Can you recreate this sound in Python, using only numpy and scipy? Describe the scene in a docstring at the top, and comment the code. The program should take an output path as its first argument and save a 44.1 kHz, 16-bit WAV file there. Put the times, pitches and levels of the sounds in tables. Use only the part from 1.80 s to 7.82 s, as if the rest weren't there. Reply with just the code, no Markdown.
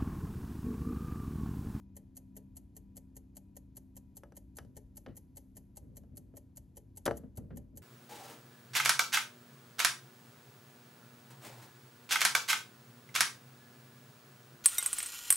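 """A chiming clock ticks five times a second, close to a stereo microphone in a quiet room.
Its balance escapement rattles the brass plates; fine steel parts shimmer and the case rings hollow.
A hand bumps and presses the wooden case, then shifts the chime selector lever one notch with a clunk.
The undamped chime rods hum faintly over a low room rumble."""
import sys
import numpy as np
from scipy import signal
from scipy.fft import rfft, irfft, next_fast_len
from scipy.io import wavfile
from scipy.ndimage import uniform_filter1d

SR = 44100
rng = np.random.default_rng(int(sys.argv[2]) if len(sys.argv) > 2 else 0)


def dump(signal):
    """Clip the signal to [-1, 1] and save it as 16-bit WAV at the path in sys.argv[1]."""
    limited = np.clip(np.atleast_2d(signal).T, -1, 1)
    pcm = np.round(limited * 32767).astype(np.int16)
    wavfile.write(sys.argv[1], SR, pcm)


N = 265482


def amp(db):
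    """Decibels to gain."""
    return 10 ** (np.asarray(db) / 20)


def seconds(length_s):
    """Time axis in s."""
    return np.arange(int(length_s * SR)) / SR


def fade(t, t60_s):
    """Exponential decay from t = 0, silent before."""
    return (t >= 0) * np.exp(-np.log(1000) * np.maximum(t, 0) / t60_s)


def curve(points, hz):
    """Interpolate (frequency [Hz], value) points on a log frequency axis."""
    point_hz, value = np.transpose(points)
    return np.interp(np.log(hz + 1), np.log(point_hz), value)


def colour(x, points, peaks=(), tilt_db_oct=0):
    """Minimum-phase filter from a spectrum, extra resonances and a tilt above about 1 kHz."""
    size = 2 * next_fast_len(len(x))
    hz = np.arange(size // 2 + 1) * SR / size
    db = curve(points, hz) + tilt_db_oct * np.log2(1 + hz / 1000)
    for centre_hz, width_hz, peak_db in peaks:
        db = db + peak_db / (1 + (2 * (hz - centre_hz) / width_hz) ** 2)
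    cepstrum = irfft(np.log(amp(db)))
    cepstrum[1:size // 2] *= 2
    cepstrum[size // 2 + 1:] = 0
    return irfft(rfft(x, size) * np.exp(rfft(cepstrum)))[:len(x)]


def flat_noise(t, t60_s, smooth_hz=250):
    """Decaying noise with its broad spectral humps flattened."""
    noise = rng.standard_normal(len(t)) * fade(t, t60_s)
    power = uniform_filter1d(np.abs(rfft(noise)) ** 2, max(int(smooth_hz * len(t) / SR), 1))
    hz = np.arange(len(power)) * SR / len(t)
    return colour(noise, np.column_stack([hz + 1, -10 * np.log10(power)]))


def burst(x, db):
    """Scale a short sound to the energy of 10 ms at this level."""
    return x * amp(db) / np.sqrt(np.sum(x ** 2) / (SR / 100))


def add(track, start_s, sound):
    """Mix a sound into a track, cropped at both ends."""
    i = int(start_s * SR)
    sound = sound[max(-i, 0):N - i]
    track[max(i, 0):max(i, 0) + len(sound)] += sound


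def stereo(mid, side, side_db=0):
    """Mid and side to left and right."""
    return mid + amp(side_db) * side * np.array([[1], [-1]])


def stereo_noise(spectrum, side_db, mono_below_hz):
    """Coloured noise with a unit-rms mid; the deepest bass is alike in both channels."""
    mid, side = (colour(rng.standard_normal(N), spectrum) for _ in range(2))
    side = signal.lfilter(*signal.butter(1, mono_below_hz, "high", fs=SR), side)
    return stereo(mid, side, side_db) / np.std(mid)


# room noise: (frequency [Hz], relative density [dB])
ROOM_SPECTRUM = [(20, -27.5), (35, -11.5), (55, 1.5), (100, -3), (140, -7), (270, -15), (400, -27.5),
                 (600, -34.5), (950, -39), (1150, -46.5), (3000, -51.5), (7000, -55), (12500, -58.5),
                 (15000, -68)]


def room_rumble(level_db=-58):
    """Steady low rumble with faint hiss."""
    return amp(level_db) * stereo_noise(ROOM_SPECTRUM, side_db=-12.5, mono_below_hz=70)


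def wall_reverb(x, wet_db, t60_s, side_db, build_s=0.012):
    """The walls return a light, diffuse tail."""
    t = seconds(0.961)
    mid, side = rng.standard_normal((2, len(t))) * fade(t, t60_s) * (1 - np.exp(-t / build_s))
    tails = stereo(mid, side, side_db) / np.linalg.norm(mid)
    return amp(wet_db) * signal.fftconvolve(x[None], tails, axes=1)[:, :N]


# side part of the dial's reflection: (frequency [Hz], gain [dB])
DIAL_SPECTRUM = [(100, -12.5), (300, -13), (600, -12.5), (1200, -18), (2500, -34), (5000, -7.5),
                 (12000, -23.5)]


def with_dial_reflection(x, t60_s=0.011):
    """Direct sound plus the nearby dial's reflection, which differs at each microphone port."""
    t = seconds(.02)
    scatter = rng.standard_normal(len(t)) * fade(t, t60_s)
    reflection = signal.fftconvolve(x, scatter / np.linalg.norm(scatter))[:N]
    return stereo(x, colour(reflection, DIAL_SPECTRUM))


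# rod partials: (frequency [Hz], starting rms level before waver [dB], decay [dB/s])
ROD_PARTIALS = [(195.54, -61, 1.9), (261.38, -63, 1.3463), (292.9, -71, 0.7758), (344.8, -79, 0),
                (974.5, -90, 1), (2480, -100, 1.5)]


def chime_rods(waver_db=3.0):
    """Undamped rods hum on, beating at 1-2 Hz as they sway."""
    out, t = np.zeros(N), np.arange(N) / SR
    for hz, start_db, decay_db_s in ROD_PARTIALS:
        phase, sway_phase, extra_hz = rng.random(3)
        sway = np.sin(2 * np.pi * ((1 + extra_hz) * t + sway_phase))
        level_db = start_db - decay_db_s * t + waver_db * sway
        out += np.sqrt(2) * amp(level_db) * np.sin(2 * np.pi * (hz * t + phase))
    return out


# finger presses: (time [s], level [dB], t60 [s])
FINGER_PRESSES = [(2.79, -55.5, 1.0), (3.263, -47.5, .22), (4.009, -54.5, 2), (4.31, -58.5, 0.5),
                  (4.528, -56.5, 0.03), (5.278, -44, 0.67), (5.43, -53.5, 0.11), (5.571, -45.5, 0.47),
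                  (5.703, -46, 0.52), (5.92, -56.5, 1.5)]
# their rumble in the wood: (frequency [Hz], gain [dB])
PRESS_SPECTRUM = [(25, -23.5), (62, 2), (125, 1.5), (170, -5.5), (245, 1), (320, -12.5), (450, -16.5),
                  (590, -19.5), (750, -39), (1500, -46), (4000, -67)]


def finger_rumble(attack_s=.015, hold_s=.02):
    """Each press builds quickly, holds, and leaves a rumble dying away in the wood."""
    pressure, t = np.zeros(N), np.arange(N) / SR
    for start_s, db, t60_s in FINGER_PRESSES:
        rise = np.clip((t - start_s) / attack_s, 0, 1)
        release = fade(np.maximum(t - start_s - attack_s - hold_s, 0), t60_s)
        pressure += amp(db) * rise * release
    return pressure * stereo_noise(PRESS_SPECTRUM, side_db=-7, mono_below_hz=110)


# steel lever: (frequency [Hz], gain [dB])
STEEL_SPECTRUM = [(500, 10.5), (1100, -8.5), (1700, 9.5), (2400, -5), (3800, -2.5), (4700, 1), (6500, -1.5),
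                  (7800, 2.5), (8900, 8), (10500, -0.5), (12200, -0.5), (14500, -30)]


def lever_slip(start_s=5.255, level_db=-37):
    """The lever scrapes out of its notch just before landing in the next."""
    out, t = np.zeros(N), seconds(0.108)
    grit = rng.standard_normal(len(t)) * amp(2.7 * rng.exponential(size=len(t)))
    scrape = colour(grit * fade(t, t60_s=.05), STEEL_SPECTRUM, tilt_db_oct=6)
    add(out, start_s, burst(scrape, level_db))
    return out


# lever resonances: (frequency [Hz], width [Hz], gain [dB])
LEVER_PEAKS = [(2950, 300, 13), (5900, 350, 8), (8800, 300, 4)]


def steel_click(t, ring_db=-24):
    """The steel lever snaps, then rings faintly."""
    envelope = fade(t, t60_s=.016) + amp(ring_db) * fade(t, t60_s=0.22)
    return colour(rng.standard_normal(len(t)) * envelope, STEEL_SPECTRUM, LEVER_PEAKS)


# modes of case and dial: (frequency [Hz], relative level [dB], t60 [s])
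CASE_MODES = [(116, -11, .4), (168, -19, .2), (215, -17, .2), (253, -15, .25), (340, -2.5, .21),
              (458, 1.5, .17), (533, -4, .17), (583, 1.5, .2), (678, 0, .18), (767, -5, .13),
              (832, -5, .15), (895, -9, .13), (974, -12, .13), (1120, -12, .09), (1264, -5, .1),
              (1330, -8.5, .13), (1541, -6, .1), (1690, -6, .095), (1883, -14, .13), (2003, -18, .11),
              (2110, -22, .1), (2965, -11.5, .17)]
# dense, quickly damped wood response: (frequency [Hz], gain [dB])
WOOD_SPECTRUM = [(50, -23.5), (130, -10.5), (300, 0), (560, 8), (800, 3), (1000, -3.5), (1650, -2.5),
                 (2400, -12), (3100, -13), (5000, -19), (12000, -32)]


def wood_thud(t, corner_hz, crack_t60_s, tilt_db_oct, modes_db=-4.0, tail_db=-12, scatter_db=1.8):
    """A panel cracks, the case rings and a dull tail lingers; a soft contact passes only the lows."""
    # neighbouring modes swing in opposite directions
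    weights = amp(scatter_db * rng.standard_normal(len(CASE_MODES))) * (-1) ** np.arange(len(CASE_MODES))
    modes = sum(weight * amp(db) * np.sin(2 * np.pi * hz * t) * fade(t, t60_s)
                for weight, (hz, db, t60_s) in zip(weights, CASE_MODES))
    crack = colour(flat_noise(t, crack_t60_s), WOOD_SPECTRUM)
    tail = colour(flat_noise(t, t60_s=0.13), WOOD_SPECTRUM, tilt_db_oct=-3)
    body = burst(crack, 0) + burst(modes, modes_db) + burst(tail, tail_db)
    body = signal.lfilter(*signal.butter(2, corner_hz, fs=SR), body)
    return colour(body, [(1000, 0)], tilt_db_oct=tilt_db_oct)


# blows on case and lever:
# (time [s], wood level [dB], contact corner [Hz], crack t60 [s], wood tilt [dB/oct], click level [dB])
BLOWS = [(2.4349, -51.5, 1500, 0.0114, 3.5, -67), (2.5215, -59, 2000, 0.0174, 0, -71.5),
         (2.7858, -49, 1700, 0.0285, 10, -51), (2.849, -64, 600, .02, -0.5, -72),
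         (3.2624, -51, 3400, .028, 5, -76), (3.273, -45.5, 90, .034, 2, -96),
         (3.283, -59, 3500, 0.21, 3.5, -82), (4.235, -66.5, 900, 0.042, 0.5, -80.5),
         (4.539, -58.5, 380, .034, 2.5, -84.5), (5.2618, -33.5, 3500, 0.0083, -2.5, -48.5),
         (5.2635, -40.5, 5500, 0.019, 1.5, -37.5), (5.2662, -32, 1600, .036, -.5, -47),
         (5.2775, -26.5, 1500, .026, -.5, -52), (5.3105, -32, 1600, 0.015, 0.5, -58),
         (5.319, -44.5, 494, .018, -1, -66.5), (5.435, -56.5, 615, .07, 6, -88),
         (5.577, -50.5, 420, 0.062, 9.5, -87.5), (5.705, -57, 2300, 0.115, 1.5, -95)]


def knocks():
    """Hand and lever strike the case: each blow is a wooden thud plus a steel click."""
    out, t = np.zeros(N), seconds(.5)
    for start_s, wood_db, corner_hz, crack_t60_s, tilt_db_oct, click_db in BLOWS:
        thud = wood_thud(t, corner_hz, crack_t60_s, tilt_db_oct)
        add(out, start_s, burst(thud, wood_db) + burst(steel_click(t), click_db))
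    return out


# hollow after-ring: (time [s], level offset [dB])
ECHO_LEVELS = [(.7, 2), (1.15, -7), (2.0, -7), (2.4, -3), (4.9, -3), (5.4, 0)]


def case_echo(ticks, base_db=-15):
    """The wooden cavity answers each tick with a short, hollow ring."""
    spectrum_hz_db = [(200, 14.0), (400, 20.5), (600, 17), (900, 1), (2000, 5.0), (4000, 1.5),
                      (8000, -29.5)]
    ring = flat_noise(seconds(.3), t60_s=0.18)
    cavity = colour(ring / np.linalg.norm(ring), spectrum_hz_db)
    gain_db = base_db + np.interp(np.arange(N) / SR, *np.transpose(ECHO_LEVELS))
    return amp(gain_db) * signal.fftconvolve(ticks, cavity)[:N]


# ring of the fine steel parts: (frequency [Hz], gain [dB])
SHIMMER_SPECTRUM = [(3000, -22.5), (5000, -13), (6500, -5.5), (9000, -11.5), (10200, 1), (11500, 3),
                    (12400, -4), (13200, -18.5), (14500, -28.5)]
# its strength: (time [s], level re drop [dB])
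SHIMMER_LEVELS = [(0, -21.5), (1.7, -25.5), (2.7, -16), (3.7, -13), (4.3, -23.5), (5.0, -18), (6.0, -29)]


def shimmer(beat_s, drop_db, late_db=-13):
    """Fine steel parts sing on after a beat: a quick fall, then a faint long ring."""
    t = seconds(.6)
    envelope = fade(t, t60_s=0.14) + amp(late_db) * fade(t, t60_s=0.81)
    ring = colour(rng.standard_normal(len(t)) * envelope, SHIMMER_SPECTRUM)
    return burst(ring, drop_db + np.interp(beat_s, *np.transpose(SHIMMER_LEVELS)))


# brass plates and dial: (frequency [Hz], gain [dB])
PLATE_SPECTRUM = [(300, -11), (600, -11), (850, -7.5), (1200, -32), (1800, -23), (2100, -22), (2450, -30),
                  (3050, -22), (3600, -27.5), (4300, -19), (5400, -19.5), (6500, -8.5), (11900, 0),
                  (12900, -14), (14800, -37)]
# sharper resonances of the movement: (frequency [Hz], width [Hz], gain [dB])
MOVEMENT_PEAKS = [(585, 70, 3), (1850, 150, 3), (3080, 200, 4), (4300, 200, 3), (6620, 200, 5),
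                  (8050, 280, 5), (9950, 400, 4), (8950, 900, -3), (10950, 400, -4)]


def tick(t, pallet_ring, rattle_db, tilt_db_oct, slide_s=.0095, bank_s=.0048, rebound_s=.008):
    """The pallet lever unlocks, a tooth slides and drops at t = 0, the lever banks and rebounds."""
    jitter_s = rng.standard_normal(4) * 0.00049
    scatter_db = rng.standard_normal(4) * 1.5

    def contact(at_s, db):
        """One pallet rings the plates much alike each time; loose wheels chatter on."""
        ring = np.roll(pallet_ring, int((at_s - t[0]) * SR)) + rng.standard_normal(len(t))
        chatter = amp(-24.5) * fade(t - at_s, t60_s=0.18)
        return amp(db) * ring * (fade(t - at_s, t60_s=0.03435) + chatter)

    slide = amp(-22) * rng.standard_normal(len(t)) * (t > -slide_s) * (t < 0)
    touch = contact(-slide_s - .007 + jitter_s[0], -25 + scatter_db[0])
    unlock = contact(-slide_s + jitter_s[1], -15 + scatter_db[1])
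    drop = contact(0, 0)
    bank = contact(bank_s + jitter_s[2], scatter_db[2])
    rebound = contact(rebound_s + jitter_s[3], -4 + scatter_db[3])
    click = colour(touch + unlock + slide + drop, PLATE_SPECTRUM, MOVEMENT_PEAKS, tilt_db_oct)
    # banking shakes the whole frame, so it sounds fuller than the drop
    rattle = colour(bank + rebound, PLATE_SPECTRUM, MOVEMENT_PEAKS, tilt_db_oct - 3)
    return burst(click, 0) + burst(rattle, rattle_db + 0.5)


# tick and tock: (lag [s], drop level [dB], nominal rattle re drop [dB], tilt [dB/oct])
PALLET_PAIR = [(0, -51.5, -3.5, -0.16), (.0019, -49.5, -3.5, 0.1056)]


def escapement(first_s=.1659, period_s=.199995, slowing_s_per_beat=.0000119, lead_s=.02):
    """Two pallets alternate, slightly out of beat, each with its own ring; the balance barely slows."""
    out, t = np.zeros(N), seconds(.1) - lead_s
    rings = rng.standard_normal((2, len(t)))
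    for k in range(-1, int(N / SR / period_s)):
        lag_s, drop_db, rattle_db, tilt_db_oct = PALLET_PAIR[k % 2]
        beat_s = first_s + k * (period_s + slowing_s_per_beat * k / 2) + lag_s
        # chance differences from tooth to tooth
        rattle_offset, tilt_offset, drop_offset = rng.standard_normal(3) * (1.05, 0.9858, 0.1063)
        beat = tick(t, rings[k % 2], rattle_db + rattle_offset, tilt_db_oct + tilt_offset)
        add(out, beat_s - lead_s, amp(drop_db + drop_offset) * beat)
        add(out, beat_s, shimmer(beat_s, drop_db))
    return out


def scene():
    """Clock and hand in the room."""
    ticks = escapement()
    ticks = ticks + case_echo(ticks)
    blows = knocks() + lever_slip()
    walls = wall_reverb(ticks, wet_db=-26.5, t60_s=0.72, side_db=-9.0)
    walls += wall_reverb(blows, wet_db=-24.5, t60_s=0.368, side_db=-13)
    return with_dial_reflection(ticks + blows) + walls + finger_rumble() + chime_rods() + room_rumble()


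# phase between the microphone ports: (frequency [Hz], left lead [rad])
PORT_LEAD = [(100, 0), (300, .45), (600, .62), (850, 1.4), (980, 1.1), (1100, .5), (1250, .8), (1400, .15),
             (1700, 0), (5200, .45), (5700, -1.5), (6900, -.8), (7600, -2.3), (8700, -3.1), (11000, -4.5),
             (12200, -5.3), (13200, -6.1)]
# their balance: (frequency [Hz], left minus right [dB])
PORT_LEVELS = [(60, 1), (130, 1), (260, 2.3), (400, 2.3), (600, 4.3), (850, 7), (1000, 1), (1300, 3),
               (2300, .3), (12000, .4)]


def record(dry, cutoff_hz=14600):
    """Two close microphone ports differ in phase and level; the top is cut steeply."""
    size = next_fast_len(N + SR)
    hz = np.arange(size // 2 + 1) * SR / size
    half = np.array([[.5], [-.5]])
    ports = amp(half * curve(PORT_LEVELS, hz)) * np.exp(1j * half * curve(PORT_LEAD, hz))
    heard = irfft(rfft(dry, size) * ports, size)[:, :N]
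    return signal.sosfilt(signal.ellip(8, .2, 70, cutoff_hz, fs=SR, output="sos"), heard)


dry = scene()
out = record(dry)
dump(out)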